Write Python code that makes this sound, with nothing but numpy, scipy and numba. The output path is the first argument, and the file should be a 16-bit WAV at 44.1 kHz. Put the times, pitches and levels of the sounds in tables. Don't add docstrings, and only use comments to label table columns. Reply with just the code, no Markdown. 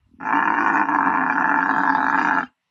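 import sys
import numpy as np
from scipy import signal
from scipy.io import wavfile
from scipy.ndimage import uniform_filter1d, minimum_filter1d
from numba import njit

SR = 44100
rng = np.random.default_rng(int(sys.argv[2]) if len(sys.argv) > 2 else 0)


def how_loud(loudness_db):
    steps = np.asarray(loudness_db, float) / 20
    return 10 ** steps


def file_out(sig):
    cols = np.atleast_2d(sig).T
    lim = np.clip(cols, -1, 1)
    pcm = np.round(lim * 32767).astype(np.int16)
    wavfile.write(sys.argv[1], SR, pcm)


N = 119070

# start_s, level_db, pulse_hz, first_hz, second_hz, third_hz (throat resonances)
BELLOW_PATH = [(0.195, -40, 106, 242, 866, 1610), (0.21, -32, 105, 247, 854, 1550),
               (0.33, -18, 108, 282, 936, 1520), (0.57, -20, 106, 301, 958, 1610),
               (0.81, -17, 104, 305, 936, 1630), (0.86, -25, 104, 278, 924, 1560),
               (0.92, -19, 107, 293, 917, 1490), (1.03, -18, 93.2, 278, 945, 1430),
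               (1.19, -20, 92.7, 267, 953, 1610), (1.29, -21, 109, 268, 922, 1530),
               (1.54, -18, 106, 283, 908, 1550), (1.64, -20, 97.1, 277, 919, 1510),
               (1.88, -18, 97.0, 276, 913, 1480), (2.03, -20, 86.5, 272, 886, 1460),
               (2.22, -17, 93.3, 284, 941, 1500), (2.4, -20, 87.6, 274, 874, 1500),
               (2.44, -26, 86.8, 252, 800, 1450), (2.53, -72, 86.5, 252, 897, 1430)]
BELLOW_END_S = 2.445


@njit
def svf(x, hz, width):
    y, band, low = np.empty(len(x)), 0., 0.
    for i in range(len(x)):
        g, k = np.tan(np.pi * hz[i] / SR), width / hz[i]
        v = (band + g * (x[i] - low)) / (1 + g * (g + k))
        band, low, y[i] = 2 * v - band, low + 2 * g * v, k * v
    return y


def steep(x, hz, width, count=2):
    for _ in range(count):
        x = svf(x + 1e-18, hz + np.zeros(N), 1. * width)
    return x


def unit(x):
    return x / np.sqrt(np.mean(x ** 2))


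def smooth(x, size):
    return uniform_filter1d(uniform_filter1d(x, size), size)


def walk(rate_hz):
    hold = int(SR / rate_hz)
    return 1.3 * smooth(rng.standard_normal(400)[np.arange(N) // hold], hold)


def clicks(times, sizes):
    at = np.asarray(times) * SR
    i = at.astype(int)
    early = np.bincount(i, sizes * (1 - at + i), N + 1)[:N]
    late = np.bincount(i + 1, sizes * (at - i), N + 1)[:N]
    return early + late


def follow(t, table):
    table = np.array(table)
    return [np.interp(t, table[:, 0], column) for column in table.T[1:]]


def floor(t):
    # band_hz, level_db (per Hz)
    air_colour = [
        (24, -49),
        (40, -15.5),
        (186, 3.5),
        (346, -14.5),
        (866, 1.5),
        (3220, -7),
        (4930, -14),
        (12300, -23),
        (15000, -25),
    ]
    colour_hz, colour_db = np.transpose(air_colour)
    air = 0
    for hz in 60 * 2 ** np.arange(0, 8, .5):
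        db = np.interp(np.log(hz), np.log(colour_hz), colour_db) + 3.5 * walk(20)
        air = air + how_loud(db) * steep(rng.standard_normal(N), hz, hz / 3)
    hum = unit(steep(rng.standard_normal(N), 75, 40)) * how_loud(-61) * (t < .3)
    return unit(air) * how_loud(-77.5) + hum


def beads(t):
    # start_s, peak_db, pitch_hz
    tinkles = [
        (.04, -66, 2800),
        (.02, -68, 1260),
        (1.32, -67, 4750),
        (1.615, -46, 3300),
        (1.615, -44, 4600),
        (2.34, -40, 4650),
        (2.432, -35.5, 3100),
        (2.463, -42.5, 2800),
        (2.5, -61, 2800),
        (2.53, -67.5, 1380),
    ]
    t60_s, attack_s = .055, .004
    out = 0
    for start_s, peak_db, hz in tinkles:
        age = np.maximum(t - start_s, 0)
        envelope = how_loud(peak_db - 60 * age / t60_s) * (1 - np.exp(-age / attack_s))
        out = out + envelope * np.sin(2 * np.pi * hz * age)
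    return out


def rumble():
    # start_s, peak_db
    pulses = [
        (0.064, -62),
        (0.086, -59),
        (0.111, -51.5),
        (0.136, -42.5),
        (0.164, -52),
        (0.185, -39.5),
    ]
    start_s, peak_db = np.transpose(pulses)
    muffled = steep(clicks(start_s, how_loud(peak_db)), 240, 140, count=4)
    return muffled * how_loud(peak_db.max()) / np.abs(muffled).max()


def folds():
    # start_s, peak_db
    early_slaps = [(0.211, -24), (0.23, -21), (0.252, -16), (0.27, -13), (0.288, -11), (0.306, -11),
                   (0.325, -6), (0.353, -6), (0.37, -6), (0.39, -7), (0.425, -4), (0.454, -8), (0.475, -9),
                   (0.502, -13), (0.502, -7), (0.521, -11), (0.539, -9), (0.568, -11), (0.578, -10),
                   (0.586, -8), (0.606, -7), (0.624, -9), (0.661, -7), (0.672, -7), (0.7, -8), (0.738, -10),
                   (0.756, -7), (0.768, -7), (0.775, -5), (0.795, -5), (0.814, -6), (0.854, -15),
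                   (0.885, -8), (0.912, -14), (0.92, -12), (0.947, -4), (0.986, -7), (1.007, -8),
                   (1.028, -8), (1.049, -12), (1.06, -9), (1.071, -8), (1.125, -12), (1.138, -9),
                   (1.172, -10), (1.182, -11), (1.207, -11), (1.214, -10), (1.224, -11), (1.236, -10),
                   (1.263, -10), (1.275, -10), (1.298, -6), (1.324, -11), (1.352, -12), (1.38, -5)]
    # start_s, peak_db
    late_slaps = [(1.354, -14), (1.38, -5), (1.408, -6), (1.443, -7), (1.455, -7), (1.476, -8), (1.493, -6),
                  (1.514, -6), (1.541, -6), (1.587, -8), (1.605, -9), (1.627, -9), (1.627, -7),
                  (1.659, -10), (1.659, -8), (1.692, -4), (1.71, -7), (1.738, -10), (1.762, -8),
                  (1.781, -5), (1.803, -10), (1.834, -19), (1.834, -5), (1.852, -8), (1.875, -7),
                  (1.893, -5), (1.923, -9), (1.949, -5), (1.97, -13), (1.981, -10), (2.004, -10),
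                  (2.027, -10), (2.066, -6), (2.083, -8), (2.098, -5), (2.126, -9), (2.144, -4),
                  (2.176, -9), (2.176, -6), (2.185, -4), (2.214, -7), (2.248, -4), (2.271, -8), (2.285, -8),
                  (2.31, -6), (2.373, -7), (2.384, -7), (2.406, -12), (2.43, -16)]
    jitter, shimmer_db, catch_db = .2, 2.6, -3
    slap_ref_db, slap_boost_db, slap_share, slap_fade_s = 11, 4.5, .95, .005
    throat_lead_s, scatter_s = .0008, .0003
    slaps = sorted([(.201, -34)] + list(early_slaps) + list(late_slaps))
    ends = [s for s, _ in slaps[1:]] + [BELLOW_END_S]
    chance = rng.standard_normal((len(slaps), 2, 24))
    times, dbs = [], []
    for (start, peak_db), end, (jit, shim) in zip(slaps, ends, chance):
        gap = end - start
        if gap < .004:
            continue
        level_db, pulse_hz = follow(start, BELLOW_PATH)[:2]
        over_db = peak_db - slap_ref_db - level_db
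        n = int(np.clip(round(gap * pulse_hz), 1, 24))
        k = np.arange(n)
        after = (k + jitter * jit[:n] * (k > 0)) * gap / n
        slap_db = (slap_boost_db + slap_share * over_db) * np.exp(-after / slap_fade_s)
        uneven_db = (shimmer_db * shim[:n] + catch_db * (k == n - 1)) * (k > 0)
        times.append(start + after - throat_lead_s + scatter_s * jit[0])
        dbs.append(slap_db + uneven_db)
    return np.concatenate(times), np.concatenate(dbs)


def breath(t, hard):
    puff = signal.lfilter([1], [1, -np.exp(-1 / (.006 * SR))], hard)
    leak = (.45 + (t > BELLOW_END_S)) * puff.mean()
    return unit((puff + leak) * rng.standard_normal(N))


def lower_throat(t, hard, even, air, resonances_hz, third_db, second_up_db, closing):
    SECOND_UP = 1.08
    moving = [
        (0, 1, 30, -1.5),
        (0, .7, 60, -14),
        (0, 1.55, 70, -19.5),
        (1, SECOND_UP, 100, -6),
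        (1, .98, 72, 2),
        (1, .85, 90, -6),
        (1, 1.33, 110, -13),
        (2, .93, 140, -3.5),
        (2, 1.015, 130, -6),
        (2, 1.09, 140, -5.5),
    ]
    dying = np.clip((t - BELLOW_END_S) / .03, 0, 1)
    chest_db = -35 + 3.5 * walk(9) + 18 * dying
    voice = how_loud(chest_db) * unit(steep(hard + air, 100, 130))
    for which, ratio, width, db in moving:
        drive = hard + how_loud(-5) * air if which else even + how_loud(-14) * air
        hz = ratio * resonances_hz[which] * (1 + .008 * walk(25))
        skirt = (3.5, 5.5, 5.2)[which]
        ring = steep(svf(drive, hz, 1. * width), hz, skirt * width)
        gain_db = db + 1.2 * walk(30) - 9 * closing * (0, 1.2, .5)[which]
        gain_db = gain_db + 7 * dying * (which == 0) + third_db * (which == 2)
        gain_db = gain_db + second_up_db * (ratio == SECOND_UP)
        voice = voice + how_loud(gain_db) * unit(ring) * np.sqrt(width / 150)
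    voice = voice - .8 * steep(voice, 575, 170, count=1)
    edge = signal.ellip(4, 1, 30, 1740, fs=SR, output="sos")
    top = signal.butter(6, 2300, fs=SR, output="sos")
    return signal.sosfilt(np.vstack([edge, top]), voice)


def upper_throat(hard, air, opening, hiss_db, fourth_db, closing):
    # pitch_hz, width_hz, level_db, open_db (gained with the mouth open), hiss_share, patchy_db
    upper = [(2020, 250, -33, 3, 0, 2), (2400, 350, -28, -1, 0, 2), (2730, 280, -35, -1, 0, 2.5),
             (3120, 350, -56, 13, .8, 4), (3700, 650, -64, 25, 0, 2.5), (4200, 450, -71, 22, .2, 4),
             (4650, 400, -60, 15, .5, 5.5), (5150, 400, -59, 7, .9, 5.5), (5700, 450, -55, 1.5, 1.2, 5.5),
             (6250, 400, -58, 3, .9, 5.5), (6800, 400, -64, 8, .5, 5.5), (8200, 2600, -83, 12, .2, 4),
             (10500, 3000, -84, 7, .3, 5), (12300, 3500, -86, 11, .3, 5), (14500, 3000, -92, 11, .3, 3)]
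    voice = 0
    for hz, width, db, open_db, hiss_share, patchy_db in upper:
        gain_db = 1.8 + db + open_db * opening + hiss_share * hiss_db - 9 * closing / 2
        gain_db = gain_db + fourth_db * (hz < 3000) + patchy_db * walk(25 + hz / 200)
        spittle = unit(rng.standard_normal(N)) * (hz > 3000) * (.6 if hz > 7500 else 1)
        drive = hard + how_loud(10 * np.log2(hz / 2500)) * (air + spittle)
        ring = steep(drive, hz * (1 + .022 * walk(14)), width, count=4)
        voice = voice + how_loud(gain_db) * unit(ring) * np.sqrt(width / 150)
    return voice


def camel(t):
    # start_s, opening (0-1), hiss_db, fourth_db, third_db (resonances), second_up_db (upper side of the second)
    mouth_path = [(.2, .05, -5, 2, -3.5, .1), (.3, .1, 3, 2, -1.5, 3.), (.5, .1, -1, 1, .1, 3.),
                  (.68, .3, 7, 2, .1, 3.), (.82, .1, 1, 1, -2., 2.5), (.95, .05, -2, -1, -1.5, 2.5),
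                  (1.08, .05, -4, -1, -1.5, 2.5), (1.2, .05, -6, -2, -2., 1.5), (1.33, .3, 2, 1, .1, .1),
                  (1.55, .25, -2, -3, 1.5, .6), (1.67, .6, -2, -5, .1, .6), (1.8, .9, -1, -9, .1, -1.5),
                  (2.03, 1.05, -3, -4, .1, -2.5), (2.14, .9, 1, 1, 1.5, .1), (2.25, .85, 5, 2, 1.5, -1.5),
                  (2.38, .8, 3, 1, 2.5, -1.5), (2.5, .8, 1, 1, .1, .1)]
    level_db, _, *resonances_hz = follow(t, BELLOW_PATH)
    opening, hiss_db, fourth_db, third_db, second_up_db = follow(t, mouth_path)
    closing = np.clip((t - BELLOW_END_S + .09) / .1, 0, 1) + np.clip((.33 - t) / .2, 0, 1)
    times, dbs = folds()
    hard = unit(clicks(times, how_loud(dbs)))
    even = unit(clicks(times, how_loud(.25 * dbs)))
    air = breath(t, hard)
    voice = lower_throat(t, hard, even, air, resonances_hz, third_db, second_up_db, closing)
    voice = voice + upper_throat(hard, air, opening, hiss_db, fourth_db, closing)
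    first_s, last_s = BELLOW_PATH[0][0], BELLOW_PATH[-1][0]
    on = np.clip((t - first_s) / .01, 0, 1) * np.clip((last_s + .01 - t) / .01, 0, 1)
    power = smooth(voice ** 2, int(.09 * SR))
    return voice / np.sqrt(power + .05 * power.mean()) * how_loud(level_db + .6) * on


def tick():
    one = steep(clicks([.4155], np.ones(1)), 12000, 5000)
    return one * how_loud(-56) / np.abs(one).max()


def scatter(near, t):
    age = t[:6000]
    tail = rng.standard_normal(6000) * how_loud(-60 * age / .1) * (age > .004)
    return how_loud(-20) * signal.fftconvolve(near, tail / np.sqrt(np.sum(tail ** 2)))[:N]


def scene():
    t = np.arange(N) / SR
    near = camel(t) + rumble()
    return (near + scatter(near, t) + beads(t) + tick() + floor(t))[None]


def band_limit(x):
    return signal.sosfilt(signal.butter(12, 16130, fs=SR, output="sos"), x)


def record(dry):
    limit_db, limit_s = -4.6, .006
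    k = int(limit_s * SR)
    gain = np.minimum(1, how_loud(limit_db) / (np.abs(dry) + 1e-9))
    gain = smooth(minimum_filter1d(gain, 2 * k), k)
    return band_limit(dry * gain)


dry = scene()
out = record(dry)
file_out(out)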